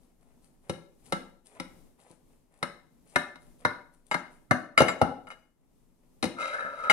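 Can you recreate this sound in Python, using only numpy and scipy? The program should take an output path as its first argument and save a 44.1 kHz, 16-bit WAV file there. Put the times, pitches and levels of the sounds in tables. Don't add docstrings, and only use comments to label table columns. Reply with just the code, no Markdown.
import sys
import numpy as np
from scipy import signal
from scipy.fft import rfft, irfft, next_fast_len
from scipy.io import wavfile
from scipy.ndimage import map_coordinates

SR = 44100
rng = np.random.default_rng(int(sys.argv[2]) if len(sys.argv) > 2 else 0)


def digitize_waveform(pressure):
    field = np.atleast_2d(pressure).T
    bounded = np.clip(field, -1, 1)
    quanta = np.round(bounded * 32767).astype(np.int16)
    wavfile.write(sys.argv[1], SR, quanta)


def how_loud(loudness_db):
    steps = np.asarray(loudness_db, float) / 20
    return 10 ** steps


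N = 305565
TAIL = SR // 2

# frequency in Hz, level in dB.
HUM_COLOUR = [(12, -30), (20, 5), (32, -9), (105, -20.5), (151, -12.5), (217, -16.5), (249, -8),
              (270, -15.5), (818, -30.5), (914, -29.5), (1550, -40), (4310, -42.5), (9630, -39),
              (15000, -43.5)]
# frequency in Hz, likeness from 0 to 1.
HUM_LIKENESS = [(60, 0), (180, 0.68), (550, 0), (1650, 0.31), (4970, -0.0), (15000, 0.089)]
HUM_DB = -64

# start in seconds, length in seconds, squelch level in dB,
# hiss level in dB, swell of the squelch over the stroke in dB.
STROKES = [(0.01, 0.039, -84, -74, 3), (0.173, 0.14, -79.5, -79, 7), (0.405, 0.046, -85, -72.5, 5),
           (0.616, 0.097, -68, -70.5, 3), (0.977, .07, -76, -76, -2), (1.032, 0.095, -70.5, -64, 6.5),
           (1.44, 0.13, -71.5, -65.5, 11.5), (1.543, 0.026, -58.5, -75, 0.5), (1.723, 0.18, -80, -78, -14),
           (1.974, 0.15, -59.5, -67.5, -10.5), (2.267, 0.086, -75.5, -79.5, -2.5),
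           (2.499, 0.16, -73.5, -75.5, 8), (2.922, 0.03, -78, -82, -6.5), (3.052, 0.1, -76, -69, 16.5),
           (3.383, .12, -72.5, -71, -17), (3.569, 0.054, -79.5, -72, 19), (3.92, 0.022, -75, -72, -12),
           (4.046, 0.07, -79, -68, 5), (4.3, 0.045, -64.5, -67.5, -5.5)]
# frequency in Hz, level in dB.
SQUELCH_COLOUR = [(150, -13), (400, -3.5), (800, -4), (1200, -13), (2500, -14), (5000, -37.5),
                  (9000, -59.5)]
# frequency in Hz, level in dB.
HISS_COLOUR = [(1500, -16), (3000, -6.5), (6000, -9.5), (9500, 1), (11000, -3), (12500, -25),
               (16000, -27.5)]
# start in seconds, level in dB, pitch in Hz.
SNAPS = [(1.4561, -54.5, 9500), (1.9914, -59, 10300), (3.057, -61, 10440), (3.099, -48.5, 8520),
         (3.1396, -52, 8700), (3.4164, -60, 10300), (3.43, -54, 10300), (3.9402, -54.5, 10550),
         (4.068, -49, 9000), (5.2874, -47.5, 8830)]
BITE_S, LETTING_GO_S = 0.03, 0.22
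HISS_FADES_DB_PER_S = 26
RESTING_SQUELCH_DB, RESTING_HISS_DB = -86, -100

# start in seconds, level in dB,
# spot (0 near end, 1 middle, 2 and above far end), weight in dB, sharpness of the edge in dB.
CHOPS = [(0.696, -26, 0.053, -4, 0.5), (1.123, -15.5, 0.069, -13, -6.5), (1.599, -25.5, 0.068, -11, -4),
         (2.104, -60, 0.37, 6, -10), (2.628, -13.5, 0.47, -17.5, -12), (3.159, -8.5, 0.98, -15, -11.5),
         (3.357, -39, 0.62, -14.5, -9), (3.65, -4.5, 0.97, -20.5, -21.5), (4.143, -9, 1.34, -16.5, -18.5),
         (4.51, -2, 1.42, -15.5, -19), (4.804, -7, 1.96, -4.5, -9.5), (4.818, -14.5, 1.7, -2.5, -4.5),
         (5.015, -9.5, 3.7, -2.5, -14), (6.227, -18.5, 0.64, -6, -2), (6.24, -25, 0.49, 0.5, 2.5),
         (6.254, -31, 0.37, 1, 2.5), (6.645, -58, 0.11, 7, -22)]
# start in seconds, level in dB, weight in dB, edge in dB.
CLINKS = [(4.113, -10.5, -15.5, -11), (4.777, -4.5, -14, -4), (4.883, -11, -19.5, -9),
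          (4.891, -16.5, -15.5, -11), (5.27, -27.5, -19.5, -19), (5.303, -26.5, -25.5, -14.5),
          (5.313, -35.5, -9.5, -3.5), (6.898, -3.5, -16.5, -6.5), (6.904, -7.5, -20, -10)]
PARTS_HZ = [200, 650, 1350, 2500, 6000]
# pitch in Hz, base decay time in seconds (at least
# halved when it rings), strength in dB for a chop at the near end, in the middle, at the far end,
# for a clink, for the drag.
MODES = [(87, 0.15, 11, -1, 2, 0, -19), (128, 0.11, 4, 2.5, 6, 0, -15), (171, 0.23, 11, 3, 0.5, 4.5, -15),
         (195.8, 0.29, 5.5, -0.5, -1.5, -1.5, -35), (254, .15, 13.5, 11.5, 10.5, 7.5, -30),
         (285, 0.16, 1, 4, 0.5, -1, -11), (341, 0.17, 10, 2, -0.5, -4, -15),
         (513.2, 0.24, 6.5, -11, 0, 4, -31), (546.7, 0.11, 16, -8, 11, 3.5, -2),
         (587.7, 0.21, 1.5, 9.5, -1, -4.5, 0.5), (647, 0.22, -11, -9, 7, 9.5, -8),
         (741, 0.13, 1.5, 0.5, 11.5, -1, -25), (798, 0.098, 8.5, 5, 5.5, 3, -50),
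         (840.5, 0.083, 9.5, 1, 9.5, 10.5, -42), (976, .14, 2, 8.5, -4, -14.5, -5),
         (1288, 0.092, -7.5, -13.5, -8.5, -6, 9), (1340, 0.05, -25, -3, -11, 11, -8),
         (1339.2, 0.32, 7.5, -9, 3.5, 0.5, 1), (1457, 0.11, -16, 11, -10, -6, -21),
         (1608, 0.17, -8.5, 3, -6.5, -10.5, -20), (1642, 0.28, -3, -5.5, -5.5, -2.5, -1),
         (1747, 0.17, -16.5, 9.5, -7.5, -11.5, -21), (2070, 0.11, 3.5, -1.5, -4, -11.5, -11),
         (2112, 0.24, -1.5, 10, 2.5, -0.5, -0.5), (2149, 0.096, 3, 2.5, -5.5, 13, -15),
         (2484, 0.062, 4, 5.5, -1.5, 2.5, -30), (2807, 0.25, -15, -9, 7, -6, -34),
         (2923, 0.27, 0, -4.5, 2, 5.5, -24), (3856, 0.19, 7.5, 6.5, -0.5, 3.5, -6),
         (3753, 0.075, 8.5, 5, 6.5, -7, -27), (4193, 0.18, 3, 8.5, 3, -5.5, -23),
         (4904, 0.22, -6.5, -4.5, -4, 8.5, -22), (5270, 0.066, 10.5, 14.5, 4.5, -1.5, -33),
         (6060, .35, -18.5, 3.5, -1, 8, -44), (7310, 0.26, -3.5, -5, -6.5, 12.5, -46),
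         (8720, 0.083, 12.5, 15, 8, 16, -39), (9610, 0.088, 7.5, 5, 0, -2.5, -44),
         (10230, 0.23, 0, 5, 3.5, 7, -42), (9910, 0.06, 7, 12.5, 6, 1.5, -15),
         (12550, .25, -18.5, -5.5, -11, -5, -44), (13240, .2, -18.5, -10.5, -13, -8.5, -57)]
# frequency in Hz, level in dB.
CRACK_COLOUR = [(60, -11.5), (150, 3.5), (600, -5.5), (1500, -4), (2500, -14.5), (4000, -12), (6000, -8.5),
                (7500, -14), (9000, -11), (11000, -9), (12500, -30), (16000, -32.5)]
CHOP_TABLE_DB, TABLE_DB_PER_SPOT, CHOP_STEEL_DB = 2.5, -1, -11
CLINK_TABLE_DB, CLINK_STEEL_DB = -7, -18.5

# time in seconds, pressure in dB, grit in dB.
DRAG = [(6.36, -32, -31), (6.4, -30, -21), (6.45, -35, -15.5), (6.5, -42, -13.5), (6.54, -33.5, -23),
        (6.62, -36.5, -25.5), (6.67, -37, -29), (6.715, -42.5, -27), (6.8, -39.5, -25.5),
        (6.87, -32.5, -30.5)]
# frequency in Hz, level in dB.
GRIT_COLOUR = [(300, -20), (700, 12), (1500, -7), (2500, 16), (3500, -1), (6000, -1.5), (9000, -5.5),
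               (10800, 0), (12000, -47), (15000, -45.5)]
FASTEST_S, FAST_FOR_S = 6.61, 0.062
SQUEAL_DB, SQUEAL_REST_DB, SQUEAL_HZ, SQUEAL_RISE_HZ = 5, -3, 1400, 227

# frequency in Hz, time to fall 60 dB in seconds.
KITCHEN = [(80, 0.22), (250, 0.56), (600, 0.5), (1500, 0.4), (4000, 0.41), (10000, 0.35)]
# frequency in Hz, direct sound in dB under left,
# direct phase lag in radians, room in dB under left, likeness of the room to left from 0 to 1.
RIGHT_PORT = [(60, 5.5, -1.5, 2.5, 0.88), (124, 0.5, -0.74, 4.5, 0.6), (264, 7.5, -1.63, 5, 0.82),
              (559.6, 0, 0.5, 2, 0.43), (812, 4.5, 0.63, 7.5, 1), (1333, 1.5, 1.5, 2, 0.17),
              (1955, 5, 5, 5, 0.6), (2293, 13.5, 5, 11, 0.2), (3000, 9.5, 4.5, 9.5, 0.085),
              (4002, 11, 5, 13.5, .05), (5044, 2.5, 4.5, 9, 0.055), (6000, 8.5, 5, 10.5, 0.059),
              (7060, 14, 4, 16.5, .05), (8700, 21, -8, 19.5, .05), (10300, 30.5, 11, 23, 0.037),
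              (14450, 16, 4.5, 9, .05)]


def unit(x):
    return x / np.sqrt(np.mean(x ** 2) + 1e-20)


def along(points, hz, column=1):
    table = np.transpose(points)
    return np.interp(np.log(hz + 1), np.log(table[0] + 1), table[column])


def curves(rows):
    s, *cols = np.transpose(rows)
    return [np.interp(np.arange(N) / SR, s, c) for c in cols]


def wobble(rate):
    knots = rng.standard_normal(int(N * rate / SR) + 4)
    return map_coordinates(knots, [np.arange(N) * rate / SR])


def filtered(x, response):
    m = next_fast_len(x.shape[-1] + 8192)
    spectrum = rfft(x, m) * response(np.fft.rfftfreq(m, 1 / SR))
    return irfft(spectrum, m)[..., :x.shape[-1]]


def noise(colour, size=N):
    return unit(filtered(rng.standard_normal(size), lambda hz: how_loud(along(colour, hz))))


def heard(x, wet_db):
    hz, t, z = signal.stft(rng.standard_normal((2, TAIL)), SR, nperseg=256)
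    fading = z * how_loud(-60 * t / along(KITCHEN, hz)[:, None])
    tails = signal.istft(fading, SR, nperseg=256)[1][:, :TAIL]
    tails = tails * np.clip(np.arange(TAIL) / SR / 0.0021 - 0.4, 0, 1)
    tails = tails / np.linalg.norm(tails[0])
    wet = signal.fftconvolve(x[None], tails, axes=1)[:, :len(x)]
    return np.vstack([x, how_loud(wet_db) * wet])


def hum():
    def turn(hz):
        return np.arccos(np.clip(along(HUM_LIKENESS, hz), -1, 1)) / 2

    both = np.array([noise(HUM_COLOUR), noise(HUM_COLOUR)])
    mid, side = filtered(both, lambda hz: np.array([np.cos(turn(hz)), np.sin(turn(hz))]))
    level_db = HUM_DB + 2.9 * wobble(5.2) + [[1.5], [-1.5]]
    return how_loud(level_db) * np.array([mid + side, mid - side])


def sawing():
    t = np.arange(0, N / SR, 1 / 1000)
    gains = how_loud([[RESTING_SQUELCH_DB], [RESTING_HISS_DB]]) * np.ones(len(t))
    for s, length, squelch_db, hiss_db, swell_db in STROKES:
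        bite = np.clip((t - s) / BITE_S, 0, 1)
        letting_go = how_loud(-60 * np.maximum(t - s - length, 0) / LETTING_GO_S)
        squelch = how_loud(squelch_db + swell_db * np.clip((t - s) / length, 0, 1))
        hiss = how_loud(hiss_db - HISS_FADES_DB_PER_S * np.maximum(t - s, 0))
        gains = gains + bite * letting_go * [squelch, hiss]
    return curves(np.transpose([t, *gains]))


def leaves():
    squelch_gain, hiss_gain = sawing()
    crackle = 1 + 3.5 * np.maximum(wobble(700) - 1.3, 0)
    squelch = squelch_gain * how_loud(2.4 * wobble(33) + 3.2 * wobble(160)) * noise(SQUELCH_COLOUR)
    hiss = hiss_gain * how_loud(3.2 * wobble(30) + 1.1 * wobble(110)) * crackle * noise(HISS_COLOUR)
    snaps, t = np.zeros(N + TAIL), np.arange(400) / SR
    for s, db, hz in SNAPS:
        rough_phase = 2 * np.pi * hz * t + 0.37 * rng.standard_normal(len(t))
        snaps[round(s * SR):][:len(t)] += how_loud(db - 60 * t / 0.015) * np.sin(rough_phase)
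    return heard(squelch + hiss + snaps[:N], wet_db=-4.5)


def ringing(damping):
    hz, decay_s = np.transpose(MODES)[:2, :, None]
    t = np.arange(TAIL) / SR
    dying = how_loud(-60 * t / decay_s * (2 + damping * hz / 1000))
    swelling = 1 - np.exp(-t * hz / 0.65)
    return dying * swelling * np.sin(2 * np.pi * hz * t)


def contacts(times, levels_db, parts_db, strengths_db, damping, ring_db, crack_db, crack_s, wet_db):
    out, modes, t = np.zeros((3, N + TAIL)), ringing(damping), np.arange(TAIL) / SR
    hz = np.transpose(MODES)[0]
    for s, db, part_db, strength_db in zip(times, levels_db, parts_db, strengths_db):
        table_db, low_db, high_db, steel_db = part_db
        parts = list(zip(PARTS_HZ, [table_db, low_db, -6, high_db, steel_db]))
        level = how_loud(ring_db + strength_db + along(parts, hz) + rng.normal(0, 2.2, len(hz)))
        ring = (level * rng.choice([-1, 1], len(hz))) @ modes
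        burst = filtered(noise(CRACK_COLOUR, size=TAIL), lambda f: how_loud(along(parts, f)))
        crack = how_loud(crack_db - 60 * t / crack_s) * (1 - np.exp(-t / 0.0038)) * burst
        out[:, round(s * SR):][:, :TAIL] += how_loud(db) * heard(ring + crack, wet_db)
    return out[:, :N]


def chops():
    s, db, spot, weight_db, edge_db = np.transpose(CHOPS)
    blend = np.clip(1 - abs(np.clip(spot, 0, 2)[:, None] - np.arange(3)), 0, 1)
    strengths_db = blend @ np.transpose(MODES)[2:5]
    table_db = weight_db + CHOP_TABLE_DB + TABLE_DB_PER_SPOT * spot
    parts_db = np.transpose([table_db, weight_db, edge_db, edge_db + CHOP_STEEL_DB])
    return contacts(s, db, parts_db, strengths_db, damping=0.43, ring_db=-9.5,
                    crack_db=11.0, crack_s=0.033, wet_db=-7.5)


def clinks():
    s, db, weight_db, edge_db = np.transpose(CLINKS)
    strengths_db = [np.transpose(MODES)[5]] * len(CLINKS)
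    parts_db = np.transpose([weight_db + CLINK_TABLE_DB, weight_db, edge_db, edge_db + CLINK_STEEL_DB])
    return contacts(s, db, parts_db, strengths_db, damping=0.04, ring_db=-11.5,
                    crack_db=3.5, crack_s=0.082, wet_db=-9.5)


def drag():
    level_db, grit_db = curves(DRAG)
    t = np.arange(N) / SR
    speed = np.exp(-((t - FASTEST_S) / FAST_FOR_S) ** 2 / 2)
    squeal_db = SQUEAL_REST_DB + (SQUEAL_DB - SQUEAL_REST_DB) * speed
    squeal_hz = SQUEAL_HZ + SQUEAL_RISE_HZ * speed
    touch = np.clip((t - DRAG[0][0]) / 0.069, 0, 1) * (t < CLINKS[-1][0])
    force = touch * how_loud(level_db + 1.34 * wobble(45) + 1.4 * wobble(160))

    hz, strength_db = np.transpose(MODES)[[0, 6]]
    modes = how_loud(strength_db)[:, None] * ringing(damping=0.13)
    modes = modes / np.linalg.norm(modes.sum(axis=0))
    shake = force * unit(how_loud(2.3 * wobble(500)) * rng.standard_normal(N))
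    low = signal.fftconvolve(shake, modes[hz < 1900].sum(axis=0))[:N]
    coarse_shake = shake * how_loud(grit_db + 22.5)
    high = signal.fftconvolve(coarse_shake, modes[hz >= 1900].sum(axis=0))[:N]

    squeal = how_loud(squeal_db) * wobble(450) * np.sin(2 * np.pi * np.cumsum(squeal_hz) / SR)
    grit = how_loud(grit_db + 9 + 1.8 * wobble(300)) * noise(GRIT_COLOUR)
    return heard(how_loud(-1.0) * (low + high) + force * (grit + squeal), wet_db=-7.0)


def scene():
    direct, room, other_room = chops() + clinks() + drag() + leaves()

    def shade(hz):
        return how_loud(-along(RIGHT_PORT, hz)) * np.exp(-1j * along(RIGHT_PORT, hz, column=2))

    def room_shares(hz):
        alike = np.clip(along(RIGHT_PORT, hz, column=4), 0, 1)
        return how_loud(-along(RIGHT_PORT, hz, column=3)) * [alike, np.sqrt(1 - alike ** 2)]

    right_room = filtered(np.array([room, other_room]), room_shares).sum(axis=0)
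    both = np.array([direct + room, filtered(direct, shade) + right_room])
    less_bass = filtered(both, lambda hz: (1j * hz / (50 + 1j * hz)) ** 3)
    return how_loud(0.5) * less_bass + hum()


def top_cut(x):
    return signal.sosfilt(signal.butter(12, 16480, fs=SR, output="sos"), x)


def record(dry):
    soft = dry / (1 + abs(dry / 0.9) ** 4) ** (1 / 4)
    finished = filtered(soft, lambda hz: 1 / (1 + (hz / 15300) ** 24))
    return top_cut(finished)


dry = scene()
out = record(dry)
digitize_waveform(out)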